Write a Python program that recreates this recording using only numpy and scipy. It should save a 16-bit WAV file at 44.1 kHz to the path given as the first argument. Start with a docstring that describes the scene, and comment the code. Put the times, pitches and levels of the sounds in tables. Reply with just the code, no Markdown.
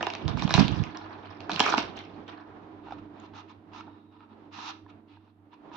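"""Hands pull plastic wrap off a small cardboard box: the film crackles and snaps, and the box rings.
In the first second, puffs of air buffet the right microphone port. From 1.5 s the box bumps the table.
From 2.8 s the tray rasps out of its sleeve, with a faint deep throb under the first strokes, finger taps
on the cardboard and a thin whistle near 4 s. A fan motor hums in the quiet room throughout."""
import sys
import numpy as np
from scipy import signal
from scipy.fft import rfft, irfft
from scipy.io import wavfile

SR = 44100
rng = np.random.default_rng(int(sys.argv[2]) if len(sys.argv) > 2 else 0)


def unload_wav(signal):
    """Save mono or channel-first audio to the path in sys.argv[1] as 16-bit WAV at rate SR, clipped to [-1, 1]."""
    wavfile.write(
        sys.argv[1],
        SR,
        np.round(np.clip(np.atleast_2d(signal).T, -1, 1) * 32767).astype(np.int16),
    )


N = 254368
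WRAP_PAN_DB, TRAY_PAN_DB, FAN_PAN_DB = -4.5, -5, -5.5   # left minus right: all sit a little to the right

# The bright tone of the film. Each row: frequency in Hz, level in dB.
FILM_SPECTRUM = [(1200, -44), (1900, -19.5), (2180, -8), (3000, -9), (3500, -6.5), (4960, -11), (5800, -10),
                 (6600, -23.5), (7500, -20.5), (16000, -19)]
# The hollow modes of the closed box. Each row: pitch in Hz, width in Hz, level in dB.
BOX_MODES = [(712, 78, 1.5), (982, 125, 4.5), (1174, 540, -2), (1900, 350, -13.5), (366, 230, -2),
             (231, 180, -5.5)]
# Handfuls of wrap. Each row: start in seconds, crackle in dB, fade in dB per second,
# box over crackle in dB.
CRUMPLES = [(0.0, -43, 46.5, -2.5), (0.27, -35.5, 306, 6.5), (0.371, -38, 122.5, -4.5),
            (0.42, -42.5, 96.5, -1), (0.49, -39, 59, -4), (0.534, -21, 178.5, -0.5),
            (0.585, -42.5, 137.5, 4), (0.692, -45, 43.5, 4.5), (0.834, -46.5, 260, 8.5),
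            (0.93, -54.5, 45, 11.5), (1.24, -53, 88, 4.5), (1.395, -47.5, 259.5, 0.5), (1.49, -38, 60, -1),
            (1.595, -28.5, 119, -0.5), (1.66, -32.5, 101.5, 4), (1.763, -24.5, 296, -8.5),
            (1.95, -45, 110, -4), (2.263, -47.5, 135, 3), (2.301, -74.5, 32, 24.5)]


def wrap():
    """Crumpling film: one stream of uneven crinkles excites both its folds and the box under it."""
    t, rise_s = np.arange(N) / SR, 0.017
    film_power, box_power = 0, 0
    for start, db, fade_db, box_db in CRUMPLES:
        gain = np.clip((t - start) / rise_s, 0, 1) * from_db(db - fade_db * np.maximum(t - start, 0))
        film_power += gain ** 2
        box_power += (gain * from_db(box_db)) ** 2
    clicks = grains(3500, spread_db=0.5, clump_db=6.5, alike=0.31)
    # One fold creases at a time, for about 7 ms, and rings at a pitch of its own.
    active_fold = rng.integers(0, 7, N // 300 + 1).repeat(300)[:N]
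    folds = sum(resonate(clicks * (active_fold == k), hz, width_hz=0.15 * hz) / np.sqrt(hz)
                for k, hz in enumerate(np.geomspace(2000, 6300, 7)))
    crinkle = rms_one(colour(rms_one(folds) + 1.2 * rms_one(clicks), FILM_SPECTRUM))
    crackle = soft_contact(crinkle, np.sqrt(film_power), full_db=-40, cut_hz=5760)
    hollow = np.sqrt(box_power) * rms_one(cardboard(clicks, BOX_MODES))
    return (hollow + crackle) * panned(WRAP_PAN_DB)


# Single snaps of the wrap. Each row: start in seconds, level in dB, film pitch in Hz, box send in dB.
SNAPS = [(0.009, -30, 2470, 10), (0.028, -12, 2747, -7.5), (0.068, -13, 2820, -4.5),
         (0.102, -18.5, 2770, -19.5), (0.137, -22.5, 3860, -11), (0.151, -20.5, 2368, -10.5),
         (0.28, -20, 3723, -8), (0.372, -27, 2453, 0.5), (0.381, -43.5, 5110, -15.5),
         (0.395, -26, 3580, -18.5), (0.422, -17, 3780, -6), (0.477, -23, 3520, -2.5),
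         (0.493, -21, 4020, -6), (0.507, -16, 3900, 1), (0.525, -26, 4560, -9), (0.54, -1.5, 3880, -16),
         (0.578, -18, 2584, 3), (0.596, -12, 2600, -11), (0.681, -18.5, 3920, -13),
         (0.838, -22.5, 2600, -25), (0.972, -28, 5340, -29), (1.405, -29.5, 2674, -15.5),
         (1.495, -24.5, 2280, 5), (1.517, -16, 3800, -15), (1.533, -24, 4300, -22.5),
         (1.561, -15, 3047, -35), (1.574, -32.5, 2400, 2.5), (1.595, -4.5, 2806, -13),
         (1.603, -1.5, 3108, -6.5), (1.662, -18.5, 2440, 5), (1.688, -27.5, 2500, 9.5),
         (1.725, -32.5, 2510, 15), (1.738, -26.5, 2870, 12.5), (1.747, -22, 3370, -41),
         (1.78, -6.5, 2700, -9), (1.99, -30, 4070, -14), (2.28, -34.5, 3130, -13), (3.2, -46, 6650, -29)]


def snaps():
    """Each snap is a few cycles at the film's pitch, a broad crack and a knock into the box."""
    full_db, dull_hz = -5.5, 6300   # snaps weaker than full_db lose treble above dull_hz
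    ping, hard, gentle, knock = np.zeros((4, 2, N))
    t = np.arange(600) / SR
    lagged = np.maximum(t - np.array([[0.00004], [0]]), 0)   # the left port is a little further away
    ping_shape = (1 - np.exp(-lagged / 0.00012)) * np.exp(-lagged / 0.0007)
    crack_shape = np.exp(-t / 0.00067) + 0.069 * np.exp(-t / 0.0046)   # sharp break, then splinters
    bursts = rng.standard_normal((len(SNAPS), 2, len(t)))
    bursts[:, :, 0] = 3.0   # the break itself is one hard click
    for (start, db, hz, box_db), burst in zip(SNAPS, bursts):
        gain = from_db(db) * panned(WRAP_PAN_DB)
        force = min(from_db(db - full_db), 1) ** 2
        place(ping, start, gain * np.sin(2 * np.pi * hz * lagged) * ping_shape)
        place(hard, start, force * gain * burst * crack_shape)
        place(gentle, start, (1 - force) * gain * burst * crack_shape)
        jolt = burst[0] + 0.11 * burst   # nearly the same at both ports
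        place(knock, start, from_db(box_db) * gain * jolt * np.exp(-t / 0.0026))
    crack = colour(hard + butter(gentle, 4, dull_hz), FILM_SPECTRUM)
    return from_db(-0.5) * ping + from_db(7) * crack + from_db(12.5) * cardboard(knock, BOX_MODES)


# The dry tone of rubbed cardboard. Each row: frequency in Hz, level in dB.
SURFACE_SPECTRUM = [(1120, -40), (1900, -19.5), (2350, -15), (2680, -10.5), (3170, -16.5), (3600, -11),
                    (4580, -17.5), (5790, -17.5), (7500, -37.5), (9750, -58), (16500, -120)]
# The modes of the half-open sleeve. Each row: pitch in Hz, width in Hz, level in dB.
SLEEVE_MODES = [(950, 76, 7.5), (1300, 129, 1.5), (1806, 18, 0), (734, 97, -2.5)]
# Pulls on the tray. Each row: start in seconds, length in seconds, closing hiss level in dB,
# swell over the stroke in dB, sleeve ring over hiss in dB.
STROKES = [(2.818, 0.12, -55.5, 9.5, 4.5), (2.968, 0.02, -53, 12, 2), (3.142, 0.12, -56.5, 9.5, 2.5),
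           (3.33, 0.079, -52, 0.5, 3.5), (3.474, 0.045, -58, -7.5, 2), (3.714, 0.095, -52, 1.5, 3.5),
           (3.847, 0.22, -80.5, -13.5, 9), (4.109, 0.063, -68.5, -1.5, 6.5), (4.183, 0.068, -70, -6, 8),
           (4.279, 0.053, -66.5, 5, 8), (4.385, 0.079, -75.5, 4.5, -1), (4.508, 0.2, -43.5, 8.5, 1.5),
           (4.877, 0.028, -55.5, 0, 1), (5.073, 0.094, -64.5, -3.5, -3.5), (5.186, 0.12, -74.5, 2.5, 3),
           (5.506, 0.036, -58.5, 6, 2.5), (5.707, 0.092, -46, 12, 4.5)]


def tray():
    """The tray grips, slides and lets go: dense fibre contacts hiss and ring the sleeve."""
    grip_s, let_go_s = 0.027, 0.0068
    t, hiss_gain, ring_gain = np.arange(N) / SR, 0, 0
    for start, length, db, swell_db, ring_db in STROKES:
        edges = np.clip((t - start) / grip_s, 0, 1)
        edges *= np.exp(-np.maximum(t - start - length, 0) / let_go_s)
        gain = edges * from_db(db - swell_db * np.clip(1 - (t - start) / length, 0, 1))
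        hiss_gain += gain
        ring_gain += gain * from_db(ring_db)
    clicks = grains(14000, spread_db=0, clump_db=1.2, alike=0.37)
    ring = butter(cardboard(clicks, SLEEVE_MODES), 3, 680, "high")
    hiss = soft_contact(rms_one(colour(clicks, SURFACE_SPECTRUM)), hiss_gain, full_db=-46, cut_hz=4800)
    return (ring_gain * rms_one(ring) + hiss) * panned(TRAY_PAN_DB)


# Fingers on the cardboard. Each row: start in seconds, ring level in dB, pitch in Hz, tick level in dB.
TAPS = [(2.87, -38, 890, -61), (2.884, -35, 826, -53.5), (2.908, -33, 880, -43.5), (2.922, -27.5, 774, -42),
        (3.336, -43, 900, -50), (3.734, -42.5, 920, -46.5), (3.808, -38.5, 1300, -45),
        (3.878, -39, 830, -69.5), (4.205, -50.5, 1290, -53.5), (4.236, -57, 1360, -71),
        (4.588, -31.5, 964, -55), (4.863, -44.5, 995, -63.5), (5.171, -47, 926, -67),
        (5.277, -55, 864, -67), (5.531, -46.5, 950, -56.5), (5.715, -40, 987, -62)]


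def taps():
    """A fingertip makes a dull, dry tick and briefly rings two modes of a cardboard panel."""
    rise_s, ring_s, tick_s = 0.00076, 0.0038, 0.0022
    overtone_ratio, overtone_db = 1.722, -10.5
    out, t = np.zeros(N), np.arange(900) / SR
    grit = rng.standard_normal((len(TAPS), len(t))) * np.exp(-t / tick_s)
    ticks = butter(colour(grit, SURFACE_SPECTRUM)[:, :len(t)], 4, 3900)
    for (start, db, hz, tick_db), tick in zip(TAPS, ticks):
        phase = 2 * np.pi * hz * t
        modes = np.sin(phase) + from_db(overtone_db) * np.sin(overtone_ratio * phase)
        ring = modes * (1 - np.exp(-t / rise_s)) * np.exp(-t / ring_s)
        place(out, start, from_db(db) * ring / ring.max() + from_db(tick_db) * tick / np.abs(tick).max())
    return out * panned(TRAY_PAN_DB)


# Soft thuds. Each row: start in seconds, level in dB, pitch in Hz, left minus right in dB.
BUMPS = [(1.486, -33, 361, 1), (1.52, -34, 184, -6), (1.548, -35, 174, -4), (1.597, -30, 226, -8),
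         (1.631, -30, 290, 2), (1.661, -34.5, 311, -12.5), (1.772, -24, 240, -1.5), (1.887, -47, 168, -19),
         (4.311, -45.5, 245, -4)]


def bumps():
    """The box bumps the table with a few dull, low cycles."""
    out = np.zeros((2, N))
    for start, db, hz, pan_db in BUMPS:
        place(out, start, soft_pulse(db, hz, cycles=2.5) * panned(pan_db))
    return out


# The fader ride of the turbulence. Each row: time in seconds, level in dB.
TURBULENCE_LEVELS = [(0.22, -65), (0.246, -31.5), (0.528, -28.5), (0.55, -18.5), (0.842, -32), (0.95, -51)]
# Single puffs of air. Each row: start in seconds, level in dB, pitch in Hz.
PUFFS = [(0.253, -13, 106), (0.3, -20.5, 113), (0.345, -16, 118), (0.419, -30, 210), (0.448, -7.5, 174),
         (0.546, -8, 139), (0.574, -20, 162), (0.586, -6.5, 206), (0.606, -2, 190), (0.625, -9, 232),
         (0.642, -16.5, 153), (0.716, -14, 145), (0.732, -17.5, 134), (0.797, -12, 142),
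         (0.814, -15.5, 118)]


def air():
    """Air buffets the right port: lumpy low turbulence and puffs of a cycle or two."""
    lumps = rng.standard_normal(N) * from_db(3 * drift(25))
    out = rms_one(butter(lumps, 2, [70, 240], "band")) * automation(TURBULENCE_LEVELS)[0]
    for start, db, hz in PUFFS:
        place(out, start, soft_pulse(db, hz, cycles=1.05))
    return out * [[0.01], [1]]


# The fader ride of the whistle. Each row: time in seconds, level in dB.
WHISTLE_LEVELS = [(3.84, -79), (4.22, -81)]


def whistle():
    """A faint thin whistle: noise passed twice through one narrow resonance."""
    hz, width_hz = 3780, 220
    once = resonate(rng.standard_normal((2, N)), hz, width_hz)
    return automation(WHISTLE_LEVELS)[0] * rms_one(resonate(once, hz, width_hz))


# A swell of sub-bass. Each row: start in seconds, level in dB, pitch in Hz.
THROB = [(2.7, -59, 39.7)]


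def throb():
    """One deep tone swells and passes in the centre."""
    out = np.zeros(N)
    for start, db, hz in THROB:
        place(out, start, soft_pulse(db, hz, cycles=11))
    return out


# The motor's chord. Each row: multiple of the turning rate, level against the hum in dB.
MOTOR_LINES = [(7, -21.5), (9, -14), (10, -17), (12, -6), (13, -6), (16, -20), (18, -22)]
# The tone of the rumble before its upper lift. Each row: frequency in Hz, level in dB.
RUMBLE_SPECTRUM = [(15, -54), (25, -33.5), (45, -12), (80, -18), (170, -9), (300, -7), (400, -7.5),
                   (520, -15), (720, -10.5), (950, -13), (1960, -27.5), (3790, -35), (7000, -56.5),
                   (9100, -95)]
# The rumble is narrow in the bass, wide on top. Each row: frequency in Hz, left-right likeness (0 to 1).
RUMBLE_LIKENESS = [(60, 0.97), (290, .82), (640, 0.44), (1400, 0.03), (6000, .02)]
# The bed swells and fades. 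Each row: time in seconds, hum in dB, rumble in dB, deepest motor line in dB.
FAN_LEVELS = [(0.0, -53.5, -43, -56.5), (0.65, -41.5, -57, -54.5), (1.2, -52.5, -54, -58),
              (1.7, -48, -43.5, -57), (2.1, -49.5, -51, -58.5), (2.55, -54, -54, -62),
              (3.03, -46, -52.5, -56), (3.6, -56, -59.5, -66), (3.85, -49.5, -57, -59.5),
              (4.1, -54, -64.5, -66.5), (4.4, -53, -59.5, -64), (4.85, -51.5, -63.5, -61.5),
              (5.31, -61, -70.5, -67), (5.77, -53, -55, -68.5)]


def fan():
    """A fan motor hums in wavering harmonics of its turning rate, over the rumble of the room."""
    turn_hz, lift_db, lift_above_hz = 24.5, 2, 180
    hum_gain, rumble_db, deep_db = automation(FAN_LEVELS)
    turn = 2 * np.pi * np.cumsum(turn_hz * (1 + 0.00018 * drift(0.93))) / SR
    shared_waver_db, hum = 0.43 * drift(6), 0
    for multiple, db in MOTOR_LINES:
        gain = np.sqrt(2) * from_db(db + 2.9 * drift(8.9) + shared_waver_db)
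        hum += gain * np.sin(multiple * turn + rng.uniform(0, 2 * np.pi))
    deep_line = np.sqrt(2) * from_db(deep_db + 3.5 * drift(11)) * np.sin(4 * turn)
    hz = np.arange(N // 2 + 1) * SR / N + 1
    alike = at_hz(RUMBLE_LIKENESS, hz)
    mid, side = rfft(rng.standard_normal((2, N)))
    stereo = np.sqrt(1 + alike) * mid + np.sqrt(1 - alike) * side * [[1], [-1]]
    spectrum = from_db(at_hz(RUMBLE_SPECTRUM, hz)) * stereo
    noise = irfft(spectrum, N)
    upper = irfft(spectrum / (1 + (lift_above_hz / hz) ** 6), N)
    rumble = (noise + upper * (from_db(lift_db) - 1)) / np.std(noise)
    rumble *= from_db(rumble_db + 2.6 * drift(6.5))
    return (hum_gain * hum + deep_line + rumble) * panned(FAN_PAN_DB)


def walls(x, t60_s):
    """Wall reflections: a dull, decaying noise tail of its own for each port."""
    t = np.arange(round(0.5 * SR)) / SR
    tail = rng.standard_normal((2, len(t))) * from_db(-60 * t / t60_s) * (t > 0.003)
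    tail = butter(tail, 2, 4500)
    return signal.fftconvolve(x, tail / np.sqrt(np.sum(tail ** 2) / 2), axes=1)[:, :N]


def cardboard(x, modes):
    """Hollow cardboard: parallel resonances of alternating sign, with little bass or treble."""
    rung = sum((-1) ** k * from_db(db) * resonate(x, hz, width)
               for k, (hz, width, db) in enumerate(modes))
    return butter(rung, 3, [300, 2200], "band")


def soft_contact(x, gain, full_db, cut_hz):
    """Applies the gain; gentle contact loses treble, crossing to a low-passed copy below full_db."""
    force = np.sqrt(np.clip(gain / from_db(full_db), 0, 1))
    return gain * (force * x + (1 - force) * butter(x, 3, cut_hz))


def grains(per_s, spread_db, clump_db, alike):
    """Clumped random clicks heard at both ports, each port with a strength of its own."""
    sizes = from_db(spread_db * np.minimum(rng.exponential(1, N), 4))
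    hits = rng.random(N) < per_s * from_db(clump_db * drift(40)) / SR
    return sizes * hits * (alike * rng.standard_normal(N) + (1 - alike) * rng.standard_normal((2, N)))


def soft_pulse(db, hz, cycles):
    """A sine under a bell curve about that many cycles wide."""
    t = np.arange(round(2 * cycles / hz * SR)) / SR
    return from_db(db) * np.sin(2 * np.pi * hz * t) * np.exp(-3 * (t * hz / cycles - 0.9) ** 2)


def drift(rate_hz):
    """A slow random wander of rms 1."""
    hop, settle = 40, 2000
    knots = rng.standard_normal(N // hop + settle + 2)
    r = np.exp(-2 * np.pi * rate_hz * hop / SR)
    slow = signal.lfilter([1], [1, -2 * r, r * r], knots)[settle:]
    return np.interp(np.arange(N) / hop, np.arange(len(slow)), rms_one(slow))


def automation(rows, fade_s=0.0047):
    """Timed rows as curves; the first turns from dB to gain and falls silent outside the table."""
    times, db, *rest = np.transpose(rows)
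    t = np.arange(N) / SR
    gate = np.interp(t, [times[0] - fade_s, times[0], times[-1], times[-1] + fade_s], [0, 1, 1, 0])
    return [from_db(np.interp(t, times, db)) * gate] + [np.interp(t, times, column) for column in rest]


def colour(x, spectrum):
    """Causal (minimum-phase) filter with the given spectrum."""
    size = 4096
    hz = np.arange(size // 2 + 1) * SR / size + 1
    cepstrum = irfft(np.log(from_db(at_hz(spectrum, hz))))
    cepstrum[1:size // 2] *= 2
    cepstrum[size // 2 + 1:] = 0
    impulse = irfft(np.exp(rfft(cepstrum)))
    return signal.fftconvolve(x, impulse[None], axes=1)[:, :N]


def resonate(x, hz, width_hz):
    """A two-pole resonance with gain 1 at its peak."""
    r = np.exp(-np.pi * width_hz / SR)
    poles = [1, -2 * r * np.cos(2 * np.pi * hz / SR), r * r]
    return signal.lfilter([(1 - r * r) / 2, 0, (r * r - 1) / 2], poles, x + 1e-18)


def butter(x, order, hz, kind="low"):
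    """A flat low-, high- or band-pass filter."""
    return signal.sosfilt(signal.butter(order, hz, kind, fs=SR, output="sos"), x)


def at_hz(points, hz):
    """A curve read on a log-frequency axis."""
    point_hz, values = np.transpose(points)
    return np.interp(np.log(hz), np.log(point_hz), values)


def place(out, start_s, sound):
    """Mixes a sound into out at its start time."""
    i = round(start_s * SR)
    out[..., i:i + sound.shape[-1]] += sound[..., :N - i]


def panned(db):
    """Left and right gains for a left-minus-right difference."""
    return from_db([[db / 2], [-db / 2]])


def from_db(db):
    """dB to gain."""
    return np.exp(np.asarray(db) * np.log(10) / 20)


def rms_one(x):
    """Scaled to rms 1."""
    return x / np.sqrt(np.mean(x ** 2) + 1e-20)


def scene():
    """Hands on wrap, box and tray in the room, air on the port, the fan behind."""
    hands = wrap() + tray() + snaps() + whistle()
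    return hands + taps() + from_db(-10) * walls(hands, t60_s=0.29) + air() + bumps() + throb() + fan()


def record(dry):
    """The microphone path: rounded peaks, bass and treble roll-off, faint self-noise, a cut top."""
    roll_off_hz, leak_db, self_noise_db, cutoff_hz = 7120, -26.5, -92, 16300
    rounded = butter(np.tanh(dry), 2, 35, "high")
    dull = signal.sosfilt(signal.cheby1(6, 0.5, roll_off_hz, fs=SR, output="sos"), rounded)
    wet = dull + from_db(leak_db) * rounded   # a little treble gets past
    wet += from_db(self_noise_db) * rng.standard_normal((2, N))
    return signal.sosfilt(signal.cheby2(12, 60, cutoff_hz, fs=SR, output="sos"), wet)


dry = scene()
out = record(dry)
unload_wav(out)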